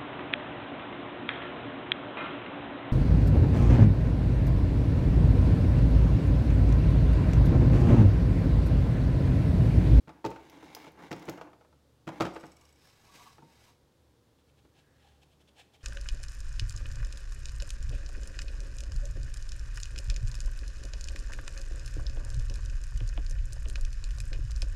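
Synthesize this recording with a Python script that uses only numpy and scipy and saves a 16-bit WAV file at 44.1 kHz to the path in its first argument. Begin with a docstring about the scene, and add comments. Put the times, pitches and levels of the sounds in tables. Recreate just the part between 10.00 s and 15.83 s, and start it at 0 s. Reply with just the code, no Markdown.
"""Over faint room tone, a wet stretched canvas knocks and drags on a foil tray as gloved hands tilt it.
Each landing clatters the tray, drums the cloth and thumps the wooden frame; the foil snaps under the load.
The canvas is set down and the tray's rim creaks in stick-slip steps. The gloves slide off, squeaking,
and a finger dabs along the wet edge. The small room adds a short tail."""
import sys
import numpy as np
from scipy import signal
from scipy.io import wavfile
from scipy.ndimage import uniform_filter1d

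SR = 44100
rng = np.random.default_rng(int(sys.argv[2]) if len(sys.argv) > 2 else 0)


def unload_audio(sound):
    """Save the sound as a 16-bit wav file, at the path given as the first command line argument."""
    columns = np.transpose(np.atleast_2d(sound))
    # keep every value between -1 and 1, then stretch to whole-number steps
    steps = np.round(np.clip(columns, -1, 1) * 32767)
    wavfile.write(sys.argv[1], SR, steps.astype(np.int16))


N = 257103
TIME_S = np.arange(N) / SR
RING_S = TIME_S[:SR // 3]  # time axis of one blow


def gain_of(db):
    """Decibels to amplitude."""
    return 10 ** (np.asarray(db) / 20)


def unit_rms(x):
    """Scales to rms 1."""
    return x / np.sqrt(np.mean(x ** 2) + 1e-20)


def unit_blow(x, size=441):
    """Scales a blow to the energy of size samples at rms 1."""
    return x * np.sqrt(size / (np.sum(x ** 2) + 1e-20))


def curve_at(points, hz):
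    """Interpolates (freq_hz, value) points over log frequency."""
    freq_hz, value = np.transpose(points)
    return np.interp(np.log(hz + 1), np.log(freq_hz + 1), value)


def add(mix, start_s, sound):
    """Mixes a sound in at start_s."""
    part = mix[max(round(start_s * SR), 0):][:len(sound)]
    part += sound[:len(part)]


def colour(x, spectrum, size=4096):
    """Minimum-phase filter; white noise keeps its level."""
    log_gain = np.log(gain_of(curve_at(spectrum, abs(np.fft.fftfreq(size, 1 / SR)))))
    response = np.exp(np.conj(signal.hilbert(log_gain)))
    kernel = np.fft.ifft(response).real[:size // 2]
    return signal.oaconvolve(x, kernel / np.linalg.norm(kernel))[:len(x)]


def dense_ring(t60_curve, size):
    """Noise in which each band decays at its own rate."""
    hz, t, bands = signal.stft(rng.choice([-1., 1.], size), SR, nperseg=256)
    decay = gain_of(-60 * t / curve_at(t60_curve, hz)[:, None])
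    return signal.istft(bands * decay, SR, nperseg=256)[1][:size]


def cushioned(x, rise_s):
    """Gradual onset of a soft contact."""
    return x * (1 - np.exp(-(RING_S / rise_s) ** 2))


def modes(table, rise_cycles, detune=0., uneven_db=0.):
    """Damped sines; pitch and strength vary with the spot struck."""
    hz, db, t60_s = np.transpose(table)[:, :, None]
    shift, strength = rng.standard_normal((2, len(table), 1))
    envelope = cushioned(np.exp(-np.log(1000) * RING_S / t60_s), rise_s=rise_cycles / hz)
    sines = np.sin(2 * np.pi * hz * (1 + detune * shift) * RING_S)
    return (gain_of(db + uneven_db * strength) * envelope * sines).sum(0)


def burst(decay_s):
    """A contact breaks up into tiny, fading clicks."""
    return rng.choice([-1., 1.], len(RING_S)) * np.exp(-RING_S / decay_s)


def resonate(x, table):
    """Parallel resonances, each applied twice for steep sides."""
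    out = np.zeros(len(x))
    for hz, width_hz, db in table:
        b, a = signal.iirpeak(hz, hz / width_hz, fs=SR)
        out += gain_of(db) * signal.lfilter(b, a, signal.lfilter(b, a, x))
    return out


def room_tone(air_db=-67.5, waver=0.54):
    """Still air with a low, wavering hum."""
    # air spectrum: freq_hz, density_db
    air_spectrum = [(15, -54), (25, -37), (43, -12), (59, -11), (148, -7.5), (173, -13.5), (253, -13),
                    (297, -11.5), (433, -16.5), (469, -11), (666, -22.5), (804, -21), (2300, -32),
                    (3630, -29.5), (15500, -42.5)]
    # hum partials: pitch_hz, level_db
    partials = [(72.5, -73.5), (114, -76.5), (145, -78.5), (272, -85)]
    hum = np.zeros(N)
    for hz, db in partials:
        drift = np.interp(TIME_S, np.linspace(0, TIME_S[-1], 50), rng.standard_normal(50))
        hum += gain_of(db) * np.sqrt(2) * (1 + waver * drift) * np.sin(2 * np.pi * hz * TIME_S + drift)
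    return hum + gain_of(air_db) * unit_rms(colour(rng.standard_normal(N), air_spectrum))


def contact(clatter_db, crack_db):
    """Wood meets foil: a sharp crack and the tray's clatter."""
    # first contact on foil: freq_hz, density_db
    crack_spectrum = [(500, -39), (1800, 11.5), (2800, 3.5), (4000, 3), (5500, 0), (7500, -6), (9000, -17),
                      (15500, -17.5)]
    # tray's dense, short ring: freq_hz, density_db
    clatter_spectrum = [(60, -39), (200, -19), (450, -1.5), (620, -3.5), (850, -2.5), (1080, -9),
                        (1350, -5.5), (1700, -16.5), (2600, -19.5), (5000, -33), (16000, -50)]
    crack = colour(unit_blow(cushioned(burst(decay_s=0.0058), rise_s=0.0002)), crack_spectrum)
    clatter = colour(unit_blow(cushioned(burst(decay_s=0.01), rise_s=0.00071)), clatter_spectrum)
    return gain_of(crack_db) * crack + gain_of(clatter_db) * clatter


def canvas(drum_db, thump_db, grip_s=0.053):
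    """A blow thumps the frame and drums the cloth, whose ring the hands choke."""
    # stretched cloth: pitch_hz, level_db, t60_s
    cloth_modes = [(249.6, -11, 0.35), (284.6, -3.5, 0.63), (327, 9.5, 0.26), (355, -10.5, 0.51),
                   (414.3, -4.5, 0.41), (493, -13.5, 0.93), (527.4, -8.5, 0.4), (713, -5, 0.19),
                   (863, -16.5, 0.04), (900, -11, 0.37), (1210, -21, 0.16)]
    # wooden frame: pitch_hz, level_db, t60_s
    frame_modes = [(158.7, -2, 0.24), (179, -4.5, 0.18), (264.5, -3.5, 0.14)]
    grip = np.exp(-(RING_S / grip_s) ** 2)
    cloth = unit_blow(grip * modes(cloth_modes, rise_cycles=1.33, detune=0.0077, uneven_db=4.85))
    frame = unit_blow(modes(frame_modes, rise_cycles=0.64, detune=0.0048))
    return gain_of(drum_db) * cloth + gain_of(thump_db) * frame


def knocks(strike_s=0.0058, rebound_s=0.018, heavy_db=-24):
    """The frame touches, strikes and rebounds; heavy landings also ring the work table."""
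    # landings: start_s, clatter_db, drum_db, thump_db, crack_db, rebound_gain_db
    landings = [(0.0734, -49.5, -50, -47, -69, 4.5), (0.2428, -38, -26.5, -46, -45, -1),
                (1.1084, -41, -34, -38, -45, 0.5), (1.2806, -37, -34, -38, -51, -30),
                (2.0702, -39, -36.5, -37, -52, -1), (2.201, -26.5, -25, -31.5, -37.5, -3.5),
                (2.246, -35.5, -36, -43.5, -47.5, -4.5), (2.356, -40, -46, -63, -56.5, -24),
                (2.431, -45.5, -44, -48.5, -70, -15)]
    # work table under the tray: pitch_hz, level_db, t60_s
    table_modes = [(64.5, -11, 0.52), (118.7, 1.5, 0.25), (180, -3, 0.23), (506, -19, 0.27),
                   (799, 1, 0.062)]
    out = np.zeros(N)
    for start_s, clatter_db, drum_db, thump_db, crack_db, rebound_gain_db in landings:
        touch = contact(clatter_db - 6, crack_db - 12)
        add(out, start_s, touch + canvas(drum_db, thump_db))
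        add(out, start_s + strike_s, contact(clatter_db, crack_db))
        add(out, start_s + rebound_s, contact(clatter_db + rebound_gain_db, crack_db + rebound_gain_db))
        table_ring = unit_blow(modes(table_modes, rise_cycles=1.66, detune=0.0023))
        table_db = -32 + 1.45 * (drum_db - heavy_db)
        add(out, start_s, gain_of(table_db) * table_ring)
    return out


def friction(catches_per_s, spread_db, smooth, foil_share, pressure_db=1.66):
    """Tiny catches over a smooth rub, under uneven pressure; part of it rings the ribbed foil."""
    # foil's close resonances: freq_hz, t60_s
    foil_decay = [(500, 0.023), (3000, 0.072), (14000, 0.028)]
    sizes = gain_of(spread_db * np.minimum(rng.exponential(1, N), 4)) * rng.choice([-1., 1.], N)
    catches = unit_rms(sizes * (rng.random(N) < catches_per_s / SR))
    rub = catches + smooth * rng.standard_normal(N)
    pressure = unit_rms(uniform_filter1d(rng.standard_normal(N), size=400))
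    rub *= gain_of(pressure_db * pressure)
    ring = dense_ring(foil_decay, size=4096)
    foil = signal.oaconvolve(rub, ring / np.linalg.norm(ring))[:N]
    return unit_rms(rub + foil_share * foil)


def drag(attack_s=0.017, release_s=0.016, dig_in_db=6):
    """Wood catches on ribbed foil: the canvas rumbles, and the scratch grows as the wood digs in."""
    # frame drags: start_s, length_s, rumble_db, final_scratch_db
    drags = [(0.08, .12, -60, -81), (0.276, 0.23, -60, -64), (0.51, 0.37, -56, -59),
             (.93, 0.065, -58.5, -72), (0.983, 0.084, -48.5, -58), (1.14, 0.19, -53, -59),
             (1.317, 0.17, -55.5, -84), (2.104, 0.084, -51, -61)]
    # canvas rumble: freq_hz, density_db
    rumble_spectrum = [(40, -41), (90, -28), (160, 6.5), (240, 1.5), (295, 12), (380, 3), (650, -3),
                       (900, 4), (1100, -3), (1700, -10.5), (2100, -14.5), (2600, -15.5), (6000, -55.5)]
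    # foil scratch: freq_hz, density_db
    scratch_spectrum = [(800, -33), (1750, -6.5), (2100, 14), (2500, 6), (3100, 4), (3550, 6.5),
                        (4100, 0.5), (6000, -2.5), (8500, -11.5), (15500, -17)]
    rumble, scratch = np.zeros((2, N))
    for start_s, length_s, rumble_db, final_scratch_db in drags:
        t = TIME_S - start_s
        push = np.clip(t / attack_s, 0, 1) * np.exp(-np.maximum(t - length_s, 0) / release_s)
        rumble += push * gain_of(rumble_db)
        scratch += push * gain_of(final_scratch_db - dig_in_db * np.clip(1 - t / length_s, 0, 1))
    rub = friction(catches_per_s=900, spread_db=0.0, smooth=0.68, foil_share=0.39)
    rumble *= unit_rms(colour(rub, rumble_spectrum))
    scratch *= unit_rms(colour(rub, scratch_spectrum))
    return rumble + scratch


def snaps(ring_s=0.00033, ring_gain_db=-9, fizz_gain_db=-7):
    """Foil facets flip with a brief ring and a bright fizz."""
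    # foil buckles: start_s, level_db, pitch_hz
    buckles = [(0.269, -59, 11400), (0.305, -57, 7200), (.498, -54, 3130), (.7497, -38, 5130),
               (0.92, -66, 11100), (1.164, -61, 7700), (1.196, -59, 6540), (1.226, -58.5, 6140),
               (1.255, -57, 7850), (1.2964, -41.5, 5530)]
    # fizz: freq_hz, density_db
    fizz_spectrum = [(1000, -3), (3500, -4), (6000, 7), (8500, -9), (12000, -1.5), (15500, 0.0)]
    out = np.zeros(N)
    for start_s, db, hz in buckles:
        ring = gain_of(ring_gain_db) * unit_blow(np.sin(2 * np.pi * hz * RING_S) * np.exp(-RING_S / ring_s))
        fizz = gain_of(fizz_gain_db) * unit_blow(colour(burst(decay_s=0.0038), fizz_spectrum))
        add(out, start_s, gain_of(db) * (ring + fizz))
    return out


def taps():
    """Light single contacts of frame on tray."""
    # taps: start_s, clatter_db, drum_db
    touches = [(0.312, -43, -70), (.360, -47, -74), (.625, -52.5, -62), (.765, -48, -59), (.843, -52, -61),
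               (.867, -49.5, -53), (1.162, -48.5, -45.5), (1.224, -50, -69), (1.375, -45.5, -52),
               (1.412, -42, -56.5), (1.531, -55.5, -62), (1.609, -59, -82), (1.647, -62.5, -76),
               (1.726, -62, -84), (3.381, -56, -57.5), (3.422, -64, -51), (4.647, -63, -63)]
    out = np.zeros(N)
    for start_s, clatter_db, drum_db in touches:
        tray = contact(clatter_db, crack_db=clatter_db - 17)
        add(out, start_s, tray + canvas(drum_db, thump_db=drum_db - 1))
    return out


def slip(tick_gain_db=-2.5):
    """One stick-slip step ticks and rings the rim."""
    # rim resonances: pitch_hz, width_hz, gain_db
    rim = [(2260, 130, 8.5), (2870, 190, 4.5), (5500, 650, 1), (6400, 1700, -9), (7720, 490, 2),
           (7500, 170, -5)]
    # tick: freq_hz, density_db
    tick_spectrum = [(1000, -3), (7500, 6), (8600, -1), (10200, 2), (15500, -11)]
    step = cushioned(burst(decay_s=0.0037), rise_s=0.0015)
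    tick = unit_blow(colour(step, tick_spectrum))
    return unit_blow(resonate(step, rim)) + gain_of(tick_gain_db) * tick


def creak(start_s=2.345, count=10, gap_s=0.062, gap_ratio=0.922, first_db=-64, fade_db=-9):
    """The rim settles in slips that quicken and fade."""
    stutter_until_s, stutter_lead_s = 2.49, 0.009
    out, at_s = np.zeros(N), start_s
    for k in range(count):
        db = first_db + fade_db * (k / (count - 1)) ** 2.9
        add(out, at_s, gain_of(db) * slip())
        if at_s < stutter_until_s:  # fresh load: a smaller slip leads the step
            add(out, at_s - stutter_lead_s, gain_of(db - 3) * slip())
        at_s += gap_s * gap_ratio ** k
    return out


def swell(middle_s, db, length_s):
    """Smooth rise and fall of a hand stroke."""
    return gain_of(db) * np.exp(-(2 * (TIME_S - middle_s) / length_s) ** 2)


def glove_slide():
    """Gloves swish off the tray; the rubber stutters on the foil and squeaks."""
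    # swishes: middle_s, level_db, length_s
    strokes = [(2.405, -67, 0.29), (2.65, -69, 0.18), (2.862, -64, 0.16), (3.036, -64.5, 0.18),
               (3.172, -58, 0.12), (3.282, -61.5, 0.16), (3.55, -67, 0.26), (3.668, -66, .13)]
    # glove hiss: freq_hz, density_db
    hiss_spectrum = [(200, 3), (500, -2), (800, 6.5), (1400, 0.5), (2000, 0.5), (2700, -0.5), (4300, -2.5),
                     (6300, -4), (8300, -8.5), (11000, -11.5), (15500, -15)]
    # rubber catches: middle_s, level_db, length_s
    catches = [(2.618, -63.5, 0.038), (3.098, -64.5, .03), (3.155, -64.5, 0.053), (3.209, -57, 0.044),
               (3.271, -55.5, 0.028), (3.308, -70, 0.026), (3.695, -67, 0.054)]
    # squeak resonances: pitch_hz, width_hz, gain_db
    squeak_bands = [(745, 68, -3), (970, 160, 2.5), (1107, 120, 2), (1150, 51, -8)]
    rub = friction(catches_per_s=2200, spread_db=2.5, smooth=1.9, foil_share=0.51)
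    swishes = unit_rms(colour(rub, hiss_spectrum)) * sum(swell(*row) for row in strokes)
    squeaks = unit_rms(resonate(rub, squeak_bands)) * sum(swell(*row) for row in catches)
    return swishes + squeaks


def fingertip():
    """A finger dabs the wet edge; two rubs and one brief, soft tap sound faintly pitched."""
    # faint pitched finger sounds: middle_s, level_db, length_s, pitch_hz, width_hz
    pitched_touches = [(2.868, -73.5, 0.19, 5270, 450), (4.93, -77.5, 0.39, 1700, 740),
                       (5.064, -66, 0.037, 815, 150)]
    # dabs: middle_s, level_db, length_s
    dabs = [(4.394, -76.5, .04), (4.492, -71, 0.024), (4.589, -69.5, 0.034), (4.787, -65, 0.065),
            (5.059, -70, 0.21), (5.23, -63, 0.026), (5.325, -69.5, 0.034), (5.413, -68, 0.027),
            (5.488, -63.5, .022), (5.596, -57, 0.053), (5.75, -62.5, 0.034), (5.82, -67.5, 0.027)]
    # rustle on wet cloth: freq_hz, density_db
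    rustle_spectrum = [(300, -20), (600, 2), (850, 4.5), (1100, -11), (1500, -7), (1700, 1), (1950, -3),
                       (2700, 3), (3300, 2), (4500, -6.5), (8000, -12), (15500, -29)]
    rub = friction(catches_per_s=1300, spread_db=0.5, smooth=1.0, foil_share=0.23)
    out = unit_rms(colour(rub, rustle_spectrum)) * sum(swell(*row) for row in dabs)
    for middle_s, db, length_s, hz, width_hz in pitched_touches:
        out += swell(middle_s, db, length_s) * unit_rms(resonate(rub, [(hz, width_hz, 0)]))
    return out


def room(x, wet_db=-10, delay_s=0.004):
    """The walls return a short diffuse tail."""
    # room decay: freq_hz, t60_s
    wall_decay = [(100, 0.21), (400, 0.61), (1500, 0.51), (5000, 0.47), (14000, 0.33)]
    tail = np.concatenate([np.zeros(round(delay_s * SR)), dense_ring(wall_decay, size=SR // 2)])
    return x + gain_of(wet_db) * signal.oaconvolve(x, tail / np.linalg.norm(tail))[:N]


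def scene():
    """Canvas, tray and hands in the room, mono."""
    handling = knocks() + taps() + snaps() + creak() + drag() + glove_slide() + fingertip()
    return (room(handling) + room_tone())[None]


def record(dry):
    """Steep low-pass band limit."""
    cutoff_hz = 15900
    lowpass = signal.firwin(511, cutoff_hz, window=("kaiser", 9), fs=SR)
    return signal.oaconvolve(dry, lowpass[None], "same")


dry = scene()
out = record(dry)
unload_audio(out)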